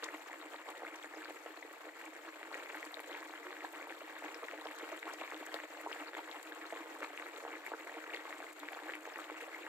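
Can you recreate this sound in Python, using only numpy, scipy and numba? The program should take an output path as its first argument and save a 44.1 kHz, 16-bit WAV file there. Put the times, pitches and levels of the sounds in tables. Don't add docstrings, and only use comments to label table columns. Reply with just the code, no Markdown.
import sys
import numpy as np
from scipy import signal
from scipy.fft import rfft, irfft, next_fast_len
from scipy.io import wavfile
from scipy.ndimage import uniform_filter1d
from numba import njit

SR = 44100
rng = np.random.default_rng(int(sys.argv[2]) if len(sys.argv) > 2 else 0)


def convert_level_to_amplitude(level_db):
    exponent = np.asarray(level_db, float) / 20
    return 10 ** exponent


def store_pcm(level_fs):
    pcm = np.round(np.clip(level_fs, -1, 1) * 32767).astype(np.int16)
    wavfile.write(sys.argv[1], SR, np.atleast_2d(pcm).T)


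N = 426888
LEFT_LAG_S = 0.00009
ONSET_SHARE = 0.7


# peak_s, peak_db, pitch_hz, rise_cycles
BURSTS = [(0.2989, -40, 845, 1.1), (0.68, -40, 940, 1.1), (1.8692, -48, 520, 1.2), (2.628, -46, 523, 1.1),
          (2.7333, -42, 740, 0.76), (2.9725, -44.5, 584, 2.8), (3.1524, -46, 940, 3.8),
          (3.3383, -46, 736, 1.5), (3.8721, -40, 930, 1.2), (4.0782, -44, 824, 1.5),
          (4.617, -42, 930, 1.7), (4.9282, -48, 363, 3.5), (5.1376, -38.5, 660, 1.1),
          (5.7271, -42, 835, 0.91), (5.884, -47, 830, 1.1), (6.1515, -47.5, 460, 1.1),
          (6.3465, -48, 820, 2.2), (6.6376, -46.5, 815, 3.6), (7.2186, -41, 930, 0.8),
          (7.4644, -43, 730, 2.4), (7.5372, -40, 930, 0.92), (7.7466, -45, 524, 0.7),
          (7.8791, -40, 940, 1.2), (7.9168, -42, 834, 1.0), (7.9247, -42, 830, 0.89),
          (8.2946, -45, 970, 3.1), (8.7211, -44, 756, 4.1), (8.734, -40, 664, 0.9),
          (8.8224, -39, 845, 1.1), (9.0738, -45, 460, 1.3), (9.0757, -37, 830, 0.74),
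          (9.086, -43.0, 830, 0.76), (9.422, -55, 413, 4.6),
          (0.821, -35, 705, 0.62), (0.8322, -36, 730, 0.67), (0.8358, -36, 640, 0.55),
         (1.3063, -39, 550, 0.69), (1.461, -36.5, 600, 0.71), (1.6489, -44.5, 474, 0.96),
         (1.869, -48, 600, 0.55), (3.47, -52, 361, 11.6), (8.62, -55.5, 299.4, 8),
         (3.6434, -39.5, 720, 1.8), (4.0166, -41, 640, 1.8), (4.224, -34, 705, 0.43),
         (4.4293, -43, 646, 1.8), (4.4358, -41, 390, 0.58), (4.6568, -33.5, 600, 0.4),
         (4.8307, -40, 418, 1.1), (4.922, -40, 647, 2.9), (4.9259, -44, 706, 1.9), (5.074, -45, 430, 1.9),
         (5.2152, -32.5, 705, 0.87), (5.5437, -31.5, 584, 0.6), (5.8715, -46, 410, 1.9),
         (6.0347, -48, 654, 2.2), (6.7256, -37, 633, 1.5), (6.7303, -35, 690, 0.84),
         (7.0166, -44, 544, 3.3), (7.3828, -43.5, 506, 1.1), (7.4376, -38, 634, 0.68),
         (7.7185, -27.5, 700, 0.34), (7.7382, -35, 420, 0.42), (8.8953, -42.5, 470, 1.2),
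         (9.3162, -45.5, 450, 1.5), (9.429, -46.5, 466, 2.2),
          (0.1393, -38, 1090, 1.0), (0.1444, -39, 870, 1), (0.5433, -37, 785, 0.62),
         (0.5462, -38, 1110, 1.0), (0.687, -33.5, 910, 0.74), (0.693, -41, 1070, 1.7),
         (2.5153, -41, 940, 1.4), (3.0009, -35, 830, 0.56), (3.6487, -35, 1000, 1.5),
         (4.4332, -34, 1160, 1.3), (4.6633, -35, 786, 0.96), (4.93, -39.5, 1190, 2.7),
         (5.069, -39, 860, 1.6), (5.0802, -32.5, 1180, 0.87), (5.221, -35, 1020, 1.2),
         (5.3224, -31.5, 1100, 0.68), (5.863, -30.5, 794, 0.95), (5.872, -33, 960, 1.6),
         (6.0252, -36.5, 1080, 1.2), (6.1916, -35.5, 860, 1.1), (6.358, -42, 970, 1.4),
         (6.763, -39, 1200, 0.96), (7.2247, -36, 1190, 0.98), (7.4512, -31.5, 860, 0.61),
         (7.7343, -39, 920, 2.6), (8.254, -45, 1070, 3.9), (8.633, -33.5, 1070, 0.7),
         (8.7723, -32.5, 850, 0.62), (9.1877, -37, 950, 0.72), (9.3, -34.5, 1110, 0.79),
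          (0.8504, -35, 1440, 1.6), (1.2195, -41, 1690, 1.6), (1.2568, -35.5, 1540, 1.2),
         (2.2888, -41, 1700, 0.97), (2.4304, -31, 1670, 0.65), (2.528, -35, 1300, 0.63),
         (2.7457, -34, 1780, 1.5), (2.753, -34, 1310, 0.68), (3.2283, -37, 1560, 0.8),
         (3.338, -35, 1530, 0.97), (3.4685, -34.5, 1440, 0.82), (3.528, -36, 1690, 1.2),
         (3.924, -37, 1720, 2), (4.2807, -40, 1560, 0.87), (5.5886, -35, 1430, 0.73),
         (5.9157, -32, 1610, 0.74), (6.1337, -34, 1560, 0.64), (6.151, -30, 1720, 0.77),
         (6.644, -39, 1330, 1.5), (7.0237, -31, 1300, 0.52), (7.03, -28, 1280, 0.69),
         (7.7373, -33, 1470, 2.1), (8.428, -38.5, 1560, 1.9), (8.8934, -32.5, 1590, 2.3),
         (9.0544, -38, 1640, 1.8), (9.198, -38, 1310, 1.3), (9.6662, -33, 1670, 1.2),
          (0.0881, -32, 1850, 1.5), (0.1485, -34.5, 2020, 1.5), (0.331, -35.5, 1920, 1.5),
        (0.868, -37, 2060, 3.1), (0.862, -43, 1950, 2.2), (1.6276, -38.5, 2030, 2.2),
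        (2.014, -37, 1850, 0.97), (2.5436, -29.5, 2090, 1.2), (2.6008, -40, 2150, 2.3),
        (2.829, -32, 1960, 1.4), (2.97, -34, 1850, 0.95), (2.9942, -34, 2050, 0.85),
        (3.151, -34, 2200, 1.3), (3.568, -38, 1900, 0.96), (4.485, -31.5, 1950, 1.2),
        (4.5131, -32.5, 2140, 0.77), (5.0295, -31, 1880, 1), (5.316, -34.5, 2000, 1.3),
        (5.5426, -29, 1850, 0.42), (5.6015, -35, 1850, 1.6), (7.547, -42, 2070, 0.83),
        (7.665, -32, 2000, 1.8), (8.1466, -31.5, 2010, 2.5), (8.1723, -35, 1850, 1),
        (8.307, -40, 2020, 2.3), (8.327, -32.5, 1850, 0.99), (8.6868, -29, 1980, 1),
        (8.732, -32.5, 2080, 0.84), (8.8993, -32.5, 1850, 1.3), (9.1593, -32.5, 1960, 1.2),
        (9.5468, -38, 2100, 5.7),
          (0.026, -37, 2390, 0.91), (0.036, -33, 3560, 0.78), (0.0399, -30.5, 3500, 0.95),
         (0.043, -27, 5950, 0.87), (0.6893, -39, 3230, 1), (1.2466, -43.5, 4370, 1.9),
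         (2.943, -34.5, 3760, 2.2), (4.346, -41.5, 5300, 2.5), (4.67, -37, 3020, 1.2),
         (4.917, -40, 2350, 1.7), (5.1373, -37, 5710, 1), (5.2134, -41, 2620, 1.6),
         (5.3448, -37, 3040, 1.3), (5.5422, -31.5, 4000, 1.3), (5.5424, -28.5, 2840, 1.4),
         (4.3455, -47, 3600, 1.3), (4.3435, -38, 2250, 1.6), (5.925, -38, 2660, 1.2),
         (5.9288, -29.5, 2700, 1.1), (6.314, -36.5, 3570, 1.4), (7.033, -38, 2360, 1.8),
         (7.1764, -31.5, 2380, 1.2), (8.1363, -35, 2560, 2.3), (8.1637, -37, 3280, 1.6),
         (8.1385, -52, 620, 0.47), (8.937, -31, 2210, 1.1), (8.953, -33, 2030, 1.1),
         (8.908, -42, 2900, 1.5), (9.2427, -38.5, 2700, 0.93), (9.443, -44, 2580, 2.8),
         (3.129, -38, 3050, 1.6), (6.0008, -44, 2400, 0.7),
          (0.668, -43, 2080, 3), (1.2401, -45, 2290, 3.3), (2.063, -42, 2260, 2.6), (2.5794, -41, 2080, 1.2),
         (2.6255, -38, 1470, 1.2), (2.66, -39, 2080, 1.8), (2.6939, -50, 2290, 2.3),
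         (3.1311, -42.0, 1470, 1.2), (3.146, -35, 1850, 1.1), (3.4312, -45, 2070, 2.1),
         (3.5066, -40.5, 2060, 2.1), (3.607, -36.5, 2120, 1.6), (3.62, -42.0, 1850, 2.6),
         (3.6486, -35.5, 1650, 2.8), (3.8123, -40, 2070, 2.7), (3.8275, -41, 2310, 2.8),
         (4.1442, -51, 2080, 2.3), (4.1662, -42, 1850, 1.6), (4.2902, -44, 2080, 1.5),
         (4.532, -49, 2320, 4.6), (4.5404, -58, 2330, 3.7), (4.6703, -37, 1040, 0.98),
         (4.6873, -39, 2080, 1.6), (4.8113, -43.0, 2070, 3.8), (4.9018, -43, 2350, 1.5),
         (5.099, -38, 1480, 2), (5.2132, -37, 2290, 2.2), (5.2467, -43, 2330, 3.3),
         (5.2774, -38, 2100, 1.5), (5.466, -39, 1660, 1.8), (5.518, -42, 1850, 2.5),
         (6.522, -38.5, 1630, 2.9), (6.7716, -38, 1850, 1.6), (7.0406, -45, 2300, 3.4),
         (7.5297, -36, 2040, 1.5), (7.554, -38, 2080, 2.2), (7.6732, -39, 2220, 3.7),
         (7.7454, -42.5, 1310, 2.8), (7.8447, -44, 1850, 1.2), (7.942, -40, 2280, 2.1),
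         (8.107, -41, 2330, 2.3), (8.1207, -41, 1650, 1.2), (8.4676, -42, 2040, 3.9),
         (8.749, -39, 1470, 1.2), (8.7904, -38, 1610, 1.8), (8.8675, -45, 1650, 1.8),
         (8.9228, -47, 1650, 2.7), (9.1898, -35, 1310, 1.2),
          (0.414, -47, 3680, 2.5), (0.5628, -45, 3710, 1.8), (0.9599, -44, 5880, 2.5),
        (1.028, -44, 3300, 2.1), (1.5735, -50.0, 4030, 2.9), (2.53, -46, 4160, 2.3),
        (2.8524, -51.5, 4600, 4.1), (3.112, -46, 3900, 2.5), (3.2059, -41, 5880, 0.7),
        (4.6125, -45, 3710, 2.5), (4.6531, -45, 5240, 2.3), (4.781, -52, 5880, 1.7),
        (4.9764, -44, 2940, 1.7), (4.993, -49.0, 3710, 3.1), (5.234, -45, 3710, 2.7),
        (5.3644, -50.0, 3710, 2.5), (5.562, -49.0, 3710, 3.6), (5.9195, -46, 5240, 2.3),
        (6.1685, -50, 3280, 2.6), (6.5236, -43, 3340, 1.4), (6.666, -49, 4160, 2.9),
        (7.063, -52, 4100, 2.9), (7.3628, -41, 3650, 1.3), (8.146, -40, 4160, 1.9), (9.138, -50, 5240, 3),
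        (8.601, -45, 3660, 2.3), (8.744, -48.5, 4200, 2.3), (8.749, -48, 3300, 4.1),
        (9.216, -51, 3710, 1.9)]


def large_bubbles():
    return np.array(BURSTS)


def big_pops(bursts):
    peak_s, peak_db, pitch_hz, rise_cycles = bursts.T
    return bubbles(peak_s, peak_db + 1, pitch_hz, rise_cycles, 0 * peak_s, glide=0.021, spread_s=0.00002)


# freq_hz, gain_db
BROTH_COLOUR = [(200, -0.5), (250, -17.5), (310, -1.5), (390, -7), (600, 0.5), (1300, 4), (2100, 8.5),
                (3000, 0), (4400, -5), (4900, -21.5), (6500, -7.5)]


def simmer(boil_db, bursts):
    start_s, pitch_hz, size, length = swarm(count=15000, low_hz=267.4, high_hz=5720)
    cluster_db = boil_db + 1.1 * churn(bursts, after_s=0.0056) + 2.3 * walk(rate_hz=110)
    level_db = cluster_db[(start_s * SR).astype(int)] + 2.07 * size - 6
    rise_cycles = (0.58 + 1.55 * length ** 2) * (pitch_hz / 1000) ** 0.21
    pan_db = 1.1 * rng.standard_normal(len(start_s))
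    fizz = bubbles(start_s, level_db, pitch_hz, rise_cycles, pan_db, glide=0.033, spread_s=0.00004)
    return colour(fizz, BROTH_COLOUR, 0.96)


def churn(bursts, after_s):
    kicks = np.zeros(N)
    np.add.at(kicks, (bursts[:, 0] * SR).astype(int), convert_level_to_amplitude(bursts[:, 1] + 55.5))
    return np.tanh(signal.lfilter([1], [1, -np.exp(-1 / (after_s * SR))], kicks))


# time_s, bubbling_db
BOIL = [
    (0.0, -52.5),
    (1.32, -51.5),
    (1.67, -55),
    (2.37, -52.5),
    (2.72, -50),
    (3.1, -52.5),
    (4.93, -50),
    (8.65, -51.5),
    (8.79, -51),
    (9.68, -52),
]


def boil_vigour():
    return np.interp(np.arange(N) / SR, *np.transpose(BOIL))


# centre_s, swell_db, length_s
HEAVES = [(0.034, 10, 0.05), (0.146, 8, 0.027), (0.529, 6, 0.043), (0.861, 7, 0.033), (1.293, 0.5, 0.054),
          (1.468, -0.5, 0.06), (1.848, 4, 0.28), (2.56, 1.5, 0.28), (3.116, 6, 0.24), (3.633, 9.5, 0.11),
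          (3.908, 5, 0.033), (4.245, 7.5, 0.066), (4.936, 1.5, 0.055), (5.076, 2.5, 0.074),
          (5.203, 3.5, 0.044), (5.517, 3, 0.14), (5.87, -11, 0.04), (6.016, 5.5, 0.053),
          (6.174, 12.5, 0.046), (6.33, -0.5, 0.081), (6.75, 1, 0.067), (7.038, 8.5, 0.046),
          (7.456, -9, 0.039), (7.735, -9, 0.068), (8.142, 13, 0.049), (8.295, 8, 0.032), (8.9, 1, 0.29),
          (9.058, 3, 0.029), (9.177, 1, 0.035), (9.411, 9, 0.034)]
# centre_s, dip_db
LULLS = [(0.636, -12), (0.907, -6), (1.087, -12), (1.918, -10), (3.034, -4), (3.62, -8.5), (3.707, -8),
         (5.005, -12), (5.169, -8), (5.522, -5), (5.671, -12), (6.115, -9), (6.439, -3), (6.868, -4),
         (7.625, -4), (8.544, -13), (9.003, -9)]


def surface():
    rise_share, fall_share, lull_s = 0.21, 0.43, 0.018
    t = np.arange(0, N / SR + 0.002, 0.001)
    swell_db = np.zeros(len(t))
    for centre_s, heave_db, length_s in HEAVES:
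        width_s = length_s * np.where(t < centre_s, rise_share, fall_share)
        swell_db += heave_db * np.exp(-((t - centre_s) / width_s) ** 2)
    for centre_s, dip_db in LULLS:
        swell_db += dip_db * np.exp(-((t - centre_s) / lull_s) ** 2)
    return np.interp(np.arange(N) / SR, t, swell_db)


def bubbles(peak_s, peak_db, pitch_hz, rise_cycles, pan_db, glide, spread_s):
    phase, place = rng.standard_normal((len(peak_s), 2)).T
    lag_s = LEFT_LAG_S + spread_s * place
    rise_s = np.maximum(rise_cycles, 0.2) / pitch_hz
    return np.array([ring(peak_s + side * lag_s, convert_level_to_amplitude(peak_db + side * pan_db), 1.0 * pitch_hz, rise_s,
                          glide, 2 * phase, ONSET_SHARE) for side in (0.5, -0.5)])


@njit
def ring(peak_s, size, hz, rise_s, glide, phase, onset):
    out = np.zeros(N)
    for k in range(len(hz)):
        first = int((peak_s[k] - onset * rise_s[k]) * SR) + 1
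        last = min(first + int(6 * rise_s[k] * SR), N)
        for i in range(max(first, 0), last):
            u = (i / SR - peak_s[k]) / rise_s[k] + 1
            turns = hz[k] * rise_s[k] * (u - 1) * (1 + glide * (u - 1) / 2)
            v = u if u > 1 else 1 + (u - 1) / onset
            envelope = (v * np.exp(1 - v)) ** 2
            out[i] += size[k] * envelope * np.cos(2 * np.pi * turns + phase[k])
    return out


def swarm(count, low_hz, high_hz):
    when, pitch, size, length = rng.random((count, 4)).T
    return when * N / SR, low_hz * (high_hz / low_hz) ** pitch, -np.log(size + 0.05), length


# peak_s, peak_db
TICKS = [(0.0433, -36.5), (0.7018, -40), (0.7771, -45), (1.297, -45), (1.728, -42), (2.052, -41.5),
         (2.7503, -54), (2.8439, -46), (3.003, -36.5), (3.8751, -44), (4.1864, -47), (4.239, -47),
         (4.787, -38.5), (4.9666, -42), (5.1337, -39), (5.3043, -44), (5.454, -46), (5.5423, -39),
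         (5.8102, -44), (5.948, -45), (6.4283, -38.5), (6.9885, -48), (7.2818, -45), (7.376, -42),
         (7.662, -40), (8.5277, -43), (8.5933, -40), (8.7201, -43), (8.9526, -40), (9.181, -42)]
# peak_s, peak_db
FLECKS = [(0.9577, -52), (2.0166, -54), (2.751, -58), (2.7597, -48.0), (2.851, -49), (2.8576, -51),
          (2.918, -49), (3.2726, -51), (3.7247, -49), (4.3739, -56), (4.6122, -54), (4.712, -51.0),
          (4.991, -49), (5.4646, -47), (5.8014, -58), (5.8125, -52), (5.898, -57), (6.138, -65),
          (4.188, -55), (6.464, -56), (6.942, -53), (8.3542, -58), (8.3841, -61), (8.5288, -55),
          (9.2016, -50)]
# freq_hz, gain_db
HISS_COLOUR = [(300, 11), (2200, 12), (3000, 2.5), (4350, -2), (4900, -4.5), (6200, -7.5), (7300, 2),
               (8100, -2), (9000, -11.5), (13500, -8), (16000, -18)]


def spit(hiss_db):
    fleck_lift_db = 7
    peak_s, peak_db = np.vstack([TICKS, np.array(FLECKS) + [0, fleck_lift_db]]).T
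    fray = rng.random((len(peak_s), 5))
    loud = 0
    for k in range(5):
        crack_s = peak_s + 0.0022 * k * fray[:, k]
        pitch_hz = 7000 + 7000 * fray[:, k - 1]
        rise_cycles = 0.5 + 0.79 * fray[:, k - 2]
        loud = loud + bubbles(crack_s, peak_db - 0.5 - 0.16 * k, pitch_hz, rise_cycles, 0 * peak_s,
                              glide=0.0, spread_s=0.00006)
    start_s, pitch_hz, size, length = swarm(count=7000, low_hz=5860, high_hz=15500)
    level_db = (hiss_db + 2.2 * walk(rate_hz=70))[(start_s * SR).astype(int)] + 2.2 * size + 11
    pan_db = 3.6 * rng.standard_normal(len(start_s))
    faint = bubbles(start_s, level_db, pitch_hz, 0.6 + 3.3 * length ** 2, pan_db, glide=0.0, spread_s=0.0001)
    return colour(loud + faint, HISS_COLOUR, 0.78) * convert_level_to_amplitude(3.5)


# peak_s, peak_db, pitch_hz, rise_cycles
SQUEALS = [
    (6.073, -54, 4300, 28),
    (6.084, -56, 3850, 18),
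    (1.16, -57, 4950, 14),
    (4.18, -52, 3500, 5),
]


def squeal():
    peak_s, peak_db, pitch_hz, rise_cycles = np.transpose(SQUEALS)
    return bubbles(peak_s, peak_db, pitch_hz, rise_cycles, 0 * peak_s, glide=0.11, spread_s=0.0)


# peak_s, peak_db
LOW_PULSES = [
    (0.083, -75),
    (2.802, -79),
    (2.934, -75),
    (4.649, -73),
    (5.193, -75),
    (5.531, -71),
    (6.299, -83),
    (8.885, -77),
    (9.138, -84),
    (9.654, -67),
]


def low_pulses():
    pitch_hz, rise_cycles, delay_s = 115, 0.34, 0.018
    peak_s, peak_db = np.transpose(LOW_PULSES)
    flat = 0 * peak_s
    return bubbles(peak_s + delay_s, peak_db, pitch_hz + flat, rise_cycles + flat, flat, glide=0.0, spread_s=0.0)


# freq_hz, width_hz, gain_db
PAN_MODES = [
    (312, 29.6, 3),
    (465, 20.6, 4),
    (1850, 330, -22.5),
]


def pan_body(x):
    out = x
    for freq_hz, width_hz, gain_db in PAN_MODES:
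        b, a = signal.iirpeak(freq_hz, freq_hz / width_hz, SR)
        out = out + convert_level_to_amplitude(gain_db) * signal.lfilter(b, a, x)
    return out


def burner(hiss_db):
    noise = unit(colour(rng.standard_normal((2, N)), HISS_COLOUR, 1.0))
    follow_db = 0.82 * (hiss_db - hiss_db.mean())
    flutter_db = 0.15 * walk(rate_hz=17) + 1.8 * walk(rate_hz=90)
    return noise * convert_level_to_amplitude(follow_db + flutter_db - 57.5)


def kitchen(x):
    t60_s, tail_db = 0.12, -10
    t = np.arange(SR // 4) / SR
    tail = rng.standard_normal((2, len(t))) * convert_level_to_amplitude(-60 * t / t60_s) * (t > 0.0015)
    tail = signal.sosfilt(signal.butter(2, 700, "high", fs=SR, output="sos"), tail)
    tail = tail / np.sqrt(np.sum(tail ** 2, axis=1)[:, None])
    return x + convert_level_to_amplitude(tail_db) * signal.fftconvolve(x, tail, axes=1)[:, :N]


def unit(x):
    return x / np.sqrt(np.mean(x ** 2))


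def colour(x, table, share):
    size = next_fast_len(N)
    table_hz, table_db = np.transpose(table)
    bins_hz = np.maximum(np.fft.rfftfreq(size, 1 / SR), 1)
    gain_db = np.interp(np.log(bins_hz), np.log(table_hz), table_db)
    return irfft(rfft(x, size) * convert_level_to_amplitude(share * gain_db), size)[..., :N]


def walk(rate_hz):
    hold = int(SR / rate_hz)
    steps = np.repeat(rng.standard_normal(N // hold + 1), hold)
    return unit(uniform_filter1d(steps, hold)[:N])


def scene():
    vigour_db = boil_vigour()
    swell_db = surface()
    hiss_db = -70.5 + (vigour_db - vigour_db.mean()) + 0.36 * swell_db
    simmer_db = vigour_db + 2 + 0.63 * swell_db
    bursts = large_bubbles()
    broth = pan_body(simmer(simmer_db, bursts) + big_pops(bursts))
    return kitchen(broth + spit(hiss_db) + squeal()) + burner(hiss_db)


def top_cut(x):
    return signal.sosfilt(signal.butter(12, 15760, fs=SR, output="sos"), x)


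# freq_hz, left_minus_right_db
PORTS = [
    (60, -23),
    (110, 42),
    (200, 5.5),
    (380, -3.5),
    (700, 0),
    (1290, 1),
    (2380, 3),
    (4400, 12),
    (8120, -1.5),
    (15000, 16),
]


def record(dry):
    ports = np.array([colour(port, PORTS, share) for port, share in zip(dry, (0.5, -0.5))])
    clear = signal.sosfilt(signal.cheby2(8, 62, 180, "high", fs=SR, output="sos"), ports)
    clear = signal.sosfilt(signal.ellip(8, 0.2, 70, 15700, fs=SR, output="sos"), clear)
    rumble = unit(signal.sosfilt(signal.butter(4, 55, fs=SR, output="sos"), rng.standard_normal(N)))
    return top_cut(clear + convert_level_to_amplitude(-107) * rumble + low_pulses())


dry = scene()
out = record(dry)
store_pcm(out)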